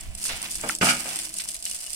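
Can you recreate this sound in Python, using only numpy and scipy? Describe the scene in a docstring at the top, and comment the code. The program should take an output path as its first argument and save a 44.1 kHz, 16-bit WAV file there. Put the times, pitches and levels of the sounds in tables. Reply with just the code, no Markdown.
"""Water spatters on concrete and hands as it runs from the spout of a steel hand pump in a field.
Drops burst on impact and trap small bubbles that ring. The lever knocks on its way down, then hits
its stop with a rattling clank that rings the pump head, which also hums with the water rushing through.
A light wind puffs on the two microphone ports over faint noise and the head's steady 660 Hz ring."""
import sys
import numpy as np
from scipy import signal
from scipy.fft import rfft, irfft, next_fast_len
from scipy.io import wavfile
from scipy.ndimage import map_coordinates

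SR = 44100
rng = np.random.default_rng(int(sys.argv[2]) if len(sys.argv) > 2 else 0)


def to_wav(sig):
    """Store sig (one row per channel, or 1-D mono) as 16-bit WAV at the path in sys.argv[1].

    Samples outside -1..1 are clipped; the rate is SR.
    """
    pcm = np.clip(np.atleast_2d(sig), -1, 1) * 32767
    pcm = np.round(pcm).astype(np.int16)
    wavfile.write(sys.argv[1], SR, pcm.T)  # frames by channels


N = 85995


def amp(db):
    return 10 ** (np.asarray(db) / 20)


def unit_rms(x):
    return x / np.sqrt(np.mean(x ** 2) + 1e-20)


def at_hz(rows, hz):
    """Interpolate (f/Hz, value) rows on a log axis."""
    f, value = np.transpose(rows)
    return np.interp(np.log(hz + 1), np.log(f + 1), value)


def curve(rows):
    """Interpolate (t/s, value) rows per sample."""
    return np.interp(np.arange(N) / SR, *np.transpose(rows))


def wobble(knots_per_s):
    """Smooth random curve."""
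    return map_coordinates(rng.standard_normal(2000), [np.arange(N) * knots_per_s / SR], mode="wrap")


def decay(t, t60):
    return np.exp(-np.log(1000) * t / t60)


def filtered(x, response):
    n = x.shape[-1]
    size = next_fast_len(n + 4096)
    return irfft(rfft(x, size) * response(np.fft.rfftfreq(size, 1 / SR)), size)[..., :n]


def coloured(x, spectrum):
    """Shape x by (f/Hz, level/dB) rows; rms 1."""
    return unit_rms(filtered(x, lambda hz: amp(at_hz(spectrum, hz))))


def bump(hz, centre_hz, octaves):
    """Broad resonance on a log axis."""
    return np.exp(-.5 * (np.log2((hz + 1) / centre_hz) / octaves) ** 2)


def add(track, start_s, x):
    start = max(0, round(start_s * SR))
    n = min(x.shape[-1], N - start)
    track[..., start:start + n] += x[..., :n]


def ping(db, hz, t60):
    """Damped sine with a quick rise."""
    t = np.arange(SR // 20) / SR
    return amp(db) * np.sin(2 * np.pi * hz * t) * decay(t, t60) * (1 - np.exp(-2 * hz * t))


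# lever and linkage contacts: t/s, level/dB, centre f/Hz, clatter t60/s
LEVER_BLOWS = [(.295, -37, 800, .3), (.636, -27.5, 560, .14), (.811, -20, 1800, .2), (.812, -27, 210, .12),
               (.824, -18, 720, .12), (.834, -22, 170, .12), (.853, -22, 3500, .2), (.867, -23, 900, .2),
               (.886, -17, 2200, .15), (.904, -21, 3500, .08), (1.053, -39, 800, .4)]
# pump head modes: f/Hz, level/dB, t60/s
HEAD_MODES = [(144, -3, .3), (179, -8, .4), (199, -8, .7), (242, -2, .35), (315, -12, .55), (557, -7, .22),
              (670, -13, .33), (894, -14, .25), (1232, -7, .25), (1307, -8, .22), (1440, -1, .2),
              (1624, -9, .26), (2249, -8, .26), (2393, -4, .22), (2899, -4, .25)]
# steel casing: f/Hz, level/dB
CASING_SPECTRUM = [(50, 0), (150, 4.5), (235, -13), (320, -4), (600, 3), (820, 5), (1020, -5), (1300, 4),
                   (1800, 1.5), (2700, 6.5), (3900, -3), (4600, 5.5), (9000, 5), (15000, -21)]


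def lever_blows(ring_db=-5.5, shimmer_db=-19.5, shimmer_t60_s=.66, rise_s=.00091):
    """Each contact clatters in the casing and rings the head modes that its hardness reaches."""
    out, t = np.zeros((2, N)), np.arange(int(SR * .8)) / SR
    mode_hz, mode_db, mode_t60 = np.transpose(HEAD_MODES)[:, :, None]
    modes = np.exp(2j * np.pi * mode_hz * t) * decay(t, mode_t60)
    shimmer = amp(shimmer_db) * decay(t, shimmer_t60_s)  # dense weak modes
    for start_s, db, centre_hz, t60 in LEVER_BLOWS:
        colour = lambda hz: bump(hz, centre_hz, octaves=1) * amp(at_hz(CASING_SPECTRUM, hz))
        steel = unit_rms(filtered(rng.standard_normal((2, len(t))), colour))
        clatter = steel * (decay(t, t60) + shimmer)
        strengths = (amp(mode_db + ring_db) * bump(mode_hz, centre_hz, octaves=2)).T
        phases = np.exp(2j * np.pi * rng.random((2, len(HEAD_MODES))))
        ring = ((strengths * phases) @ modes).real
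        add(out, start_s, amp(db) * (clatter + ring) * (1 - np.exp(-t / rise_s)))
    return out


# clacks: t/s, level/dB, f/Hz, t60/s
LINKAGE_CLACKS = [(0.255, -20.5, 1490, 0.0039), (0.6954, -1, 1970, 0.0029), (0.699, -15, 1390, 0.017)]


def linkage_clacks():
    """The linkage clacks, one dry ring each."""
    out = np.zeros(N)
    for start_s, db, hz, t60 in LINKAGE_CLACKS:
        add(out, start_s, ping(db, hz, t60))
    return out


# splats: t/s, level/dB
CONCRETE_SPLATS = [(.008, -31.5), (0.151, -29), (0.241, -21.5), (0.266, -33), (0.418, -28.5),
                   (0.428, -27.5), (0.51, -27), (0.545, -30), (.555, -23.5), (.613, -27), (0.69, -21),
                   (.751, -23), (.787, -31), (1.159, -20.5), (1.19, -25), (1.218, -30), (1.341, -26),
                   (1.386, -24), (1.488, -23.5), (1.505, -31.5), (1.545, -25.5), (1.626, -28.5),
                   (1.654, -22), (1.747, -32), (1.864, -32), (1.932, -24)]
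# drop impact: f/Hz, level/dB
DROP_SPECTRUM = [(300, -29.5), (1500, -43.5), (2800, -15), (3800, -19.5), (4600, -11.5), (7200, -12),
                 (8400, -4), (9400, -4), (10500, -17), (13000, -18.5), (15800, -33.5)]


def splats(rise_s=.001, t60_s=.022, tick_hz=8440, tick_db=16.5, tick_t60_s=.0036):
    """A lump of water bursts into droplets on the concrete and traps one tiny, ticking bubble."""
    bursts, ticks = np.zeros((2, 2, N))
    t, lead_s = np.arange(SR // 20) / SR, .01
    envelope = np.where(t < lead_s, np.exp(-abs(t - lead_s) / rise_s), decay(t - lead_s, t60_s))
    for start_s, db in CONCRETE_SPLATS:
        hiss = rng.standard_normal((2, len(t)))
        sizes = np.exp(.7 * np.clip(rng.standard_normal(len(t)), -2, 2))
        add(bursts, start_s - lead_s, amp(db) * unit_rms(hiss * sizes) * envelope)
        cycles = tick_hz * np.exp(.064 * rng.standard_normal()) * t
        tone = np.sin(2 * np.pi * (cycles + rng.random((2, 1))))
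        add(ticks, start_s, amp(db + tick_db) * tone * decay(t, tick_t60_s) * (1 - np.exp(-cycles / 2)))
    return filtered(bursts, lambda hz: unit_rms(amp(at_hz(DROP_SPECTRUM, hz)))) + ticks


def patter(spectrum, spread_db, drops_per_s=1800):
    """Random drop impacts of uneven size; rms 1."""
    sizes = amp(spread_db * np.minimum(rng.standard_normal(N), 2))
    hits = rng.random(N) < drops_per_s / SR
    return coloured(sizes * hits * rng.standard_normal((2, N)), spectrum)


BUBBLE_HZ, BUBBLE_DECAY_CYCLES = 2908, 14.3


def bubbles(per_s, centre_hz, log_spread):
    """Trapped bubbles ring briefly, rising in pitch; rms 1."""
    out, t = np.zeros((2, N)), np.arange(SR // 40) / SR
    draws = rng.uniform(-1, 1, (2000, 4))
    for when, pitch, *channel_gains in draws[:int(per_s * N / SR)]:
        cycles = centre_hz * np.exp(log_spread * pitch) * t
        age = cycles / BUBBLE_DECAY_CYCLES
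        chirp = np.sin(2 * np.pi * cycles * (1 + .044 * age)) * np.exp(-age)
        add(out, abs(when) * N / SR, np.outer(channel_gains, chirp))
    return unit_rms(out)


# spray envelope: t/s, level/dB
SPRAY_LEVEL = [(0, -45), (.13, -52), (.17, -43.5), (.25, -28), (.33, -38), (.41, -38), (.53, -33.5),
               (.66, -41), (.71, -29), (.80, -47), (.82, -24.5), (.90, -21), (.95, -32.5), (1.1, -33.5),
               (1.24, -35), (1.32, -41), (1.42, -33), (1.63, -42), (1.68, -33.5), (1.95, -37)]


def spray(flutter_db=2.5):
    """Fine drops patter among the pings of tiny bubbles."""
    drops = patter(DROP_SPECTRUM, spread_db=3)
    fizz = amp(-11) * bubbles(per_s=96, centre_hz=8120, log_spread=.265)
    return amp(curve(SPRAY_LEVEL) + flutter_db * wobble(60)) * (drops + fizz)


# gush envelope: t/s, level/dB
GUSH_LEVEL = [(0, -47.5), (.14, -54), (.23, -48.5), (.31, -38), (.39, -43), (.46, -38), (.53, -50.5),
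              (.73, -37), (.79, -67), (.95, -37.5), (1.12, -39), (1.25, -44.5), (1.33, -53.5),
              (1.42, -47.5), (1.61, -58.5), (1.68, -49), (1.95, -53.5)]
# stream impact: f/Hz, level/dB
STREAM_SPECTRUM = [(100, -0.5), (200, -3), (450, -13), (800, -5.5), (1100, -6.5), (2900, 1), (3800, -9.5),
                   (5000, -6.5), (9000, -15.5)]


def gush(flutter_db=1):
    """The stream lands with a lower patter and larger bubbles."""
    drops = patter(STREAM_SPECTRUM, spread_db=-2.5)
    burble = amp(-10) * bubbles(per_s=97, centre_hz=BUBBLE_HZ, log_spread=.242)
    return amp(curve(GUSH_LEVEL) + flutter_db * wobble(60.33)) * (drops + burble)


# slaps: t/s, level/dB, t60/s
WATER_SLAPS = [(0.291, -29.5, 0.4), (0.458, -27.5, 0.019), (1.189, -26.5, 0.012), (1.398, -32, 0.1),
               (1.49, -38.5, 0.051), (1.551, -32.5, 0.011), (1.663, -31.5, 0.046)]


def slaps(centre_hz=3030):
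    """Water landing on hands or in the puddle sounds lower than on concrete."""
    out, t = np.zeros((2, N)), np.arange(SR // 5) / SR
    for start_s, db, t60 in WATER_SLAPS:
        grains = rng.standard_normal((2, len(t))) * np.exp(.43 * rng.standard_normal(len(t)))
        splash = unit_rms(filtered(grains, lambda hz: bump(hz, centre_hz, octaves=.67)))
        add(out, start_s, amp(db) * splash * decay(t, t60))
    return out


# plinks: t/s, level/dB
PUDDLE_PLINKS = [(1.664, -29), (1.717, -32), (1.871, -34)]


def puddle_plinks():
    """Single bubbles ring in the puddle at a clear pitch."""
    out = np.zeros(N)
    t60 = np.log(1000) * BUBBLE_DECAY_CYCLES / BUBBLE_HZ
    for start_s, db in PUDDLE_PLINKS:
        add(out, start_s, ping(db, BUBBLE_HZ, t60))
    return out


def scattered(direct, tail_db=-8, t60_s=.04):
    """Hard surfaces around the spout add a short tail."""
    t = np.arange(SR // 10) / SR
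    tail = rng.standard_normal((2, len(t))) * decay(t, t60_s)
    tail /= np.linalg.norm(tail[0])
    return direct + amp(tail_db) * signal.fftconvolve(direct, tail, axes=1)[:, :N]


# hum envelope: t/s, level/dB
HUM_LEVEL = [(0, -57.5), (.8, -52.5), (1.3, -56), (1.95, -71.5)]


def head_hum(width_hz=11.2, centre_hz=375):
    """Water rushing through the head stirs its low, long-lived modes."""
    def resonances(hz):
        return sum(t60 ** 2 / (1 + 2j * (hz - mode_hz) / width_hz) * bump(mode_hz, centre_hz, octaves=1)
                   for mode_hz, _, t60 in HEAD_MODES)
    return amp(curve(HUM_LEVEL)) * unit_rms(filtered(rng.standard_normal((2, N)), resonances))


# puffs: t/s, level/dB
WIND_PUFFS = [(0.096, -37), (.34, -47), (.6, -46)]
# wind rumble: f/Hz, level/dB
WIND_SPECTRUM = [(15, 7), (45, 7), (120, -9.5), (300, -25.5), (1000, -55)]


def wind(breeze_db=-56.5, puff_s=.07):
    """A breeze and its puffs rumble on the ports, stronger on the right."""
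    shared, left_only = coloured(rng.standard_normal((2, N)), WIND_SPECTRUM)
    t = np.arange(N) / SR
    puffs = sum(amp(db) * np.exp(-((t - peak_s) / puff_s) ** 2) for peak_s, db in WIND_PUFFS)
    return (amp(breeze_db) + puffs) * np.array([.16 * shared + .83 * left_only, 1.45 * shared])


# noise floor and head ring: f/Hz, level/dB
FLOOR_AND_RING_SPECTRUM = [(40, 22), (400, -14.5), (660, 27), (1000, -3.5), (15000, -7)]


def floor_and_ring(level_db=-61):
    """Faint background noise with the pump head's steady 660 Hz ring."""
    return amp(level_db) * coloured(rng.standard_normal((2, N)), FLOOR_AND_RING_SPECTRUM)


# left-right likeness: f/Hz, correlation
PORT_CORRELATION = [(250, 1), (700, 1), (1500, 0.067), (15000, 0.032)]
# left over right: f/Hz, level/dB
PORT_BALANCE = [(200, 0.5), (400, 2.3), (2400, -3), (4400, 0), (8200, -1.5), (14000, -4)]


def microphone_ports(pair, left_lag_s=.00017):
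    """Two unrelated signals become left and right: alike in the bass, the left slightly late."""
    def mid_side_gains(hz):
        angle = np.arccos(np.clip(at_hz(PORT_CORRELATION, hz), -1, 1)) / 2
        return np.array([np.cos(angle), np.sin(angle)])

    def left_right_gains(hz):
        left = amp(at_hz(PORT_BALANCE, hz) / 2) * np.exp(-1j * np.pi * hz * left_lag_s)
        return np.array([left, 1 / left])

    mid, side = filtered(pair, mid_side_gains)
    return filtered(np.array([mid + side, mid - side]), left_right_gains)


def scene():
    pump = lever_blows() + head_hum()
    water = scattered(spray() + gush() + splats() + slaps())
    return microphone_ports(pump + water + floor_and_ring()) + linkage_clacks() + puddle_plinks() + wind()


def record(dry):
    """Brick-wall low-pass at 15.9 kHz."""
    return filtered(dry, lambda hz: hz < 15900)


dry = scene()
out = record(dry)
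to_wav(out)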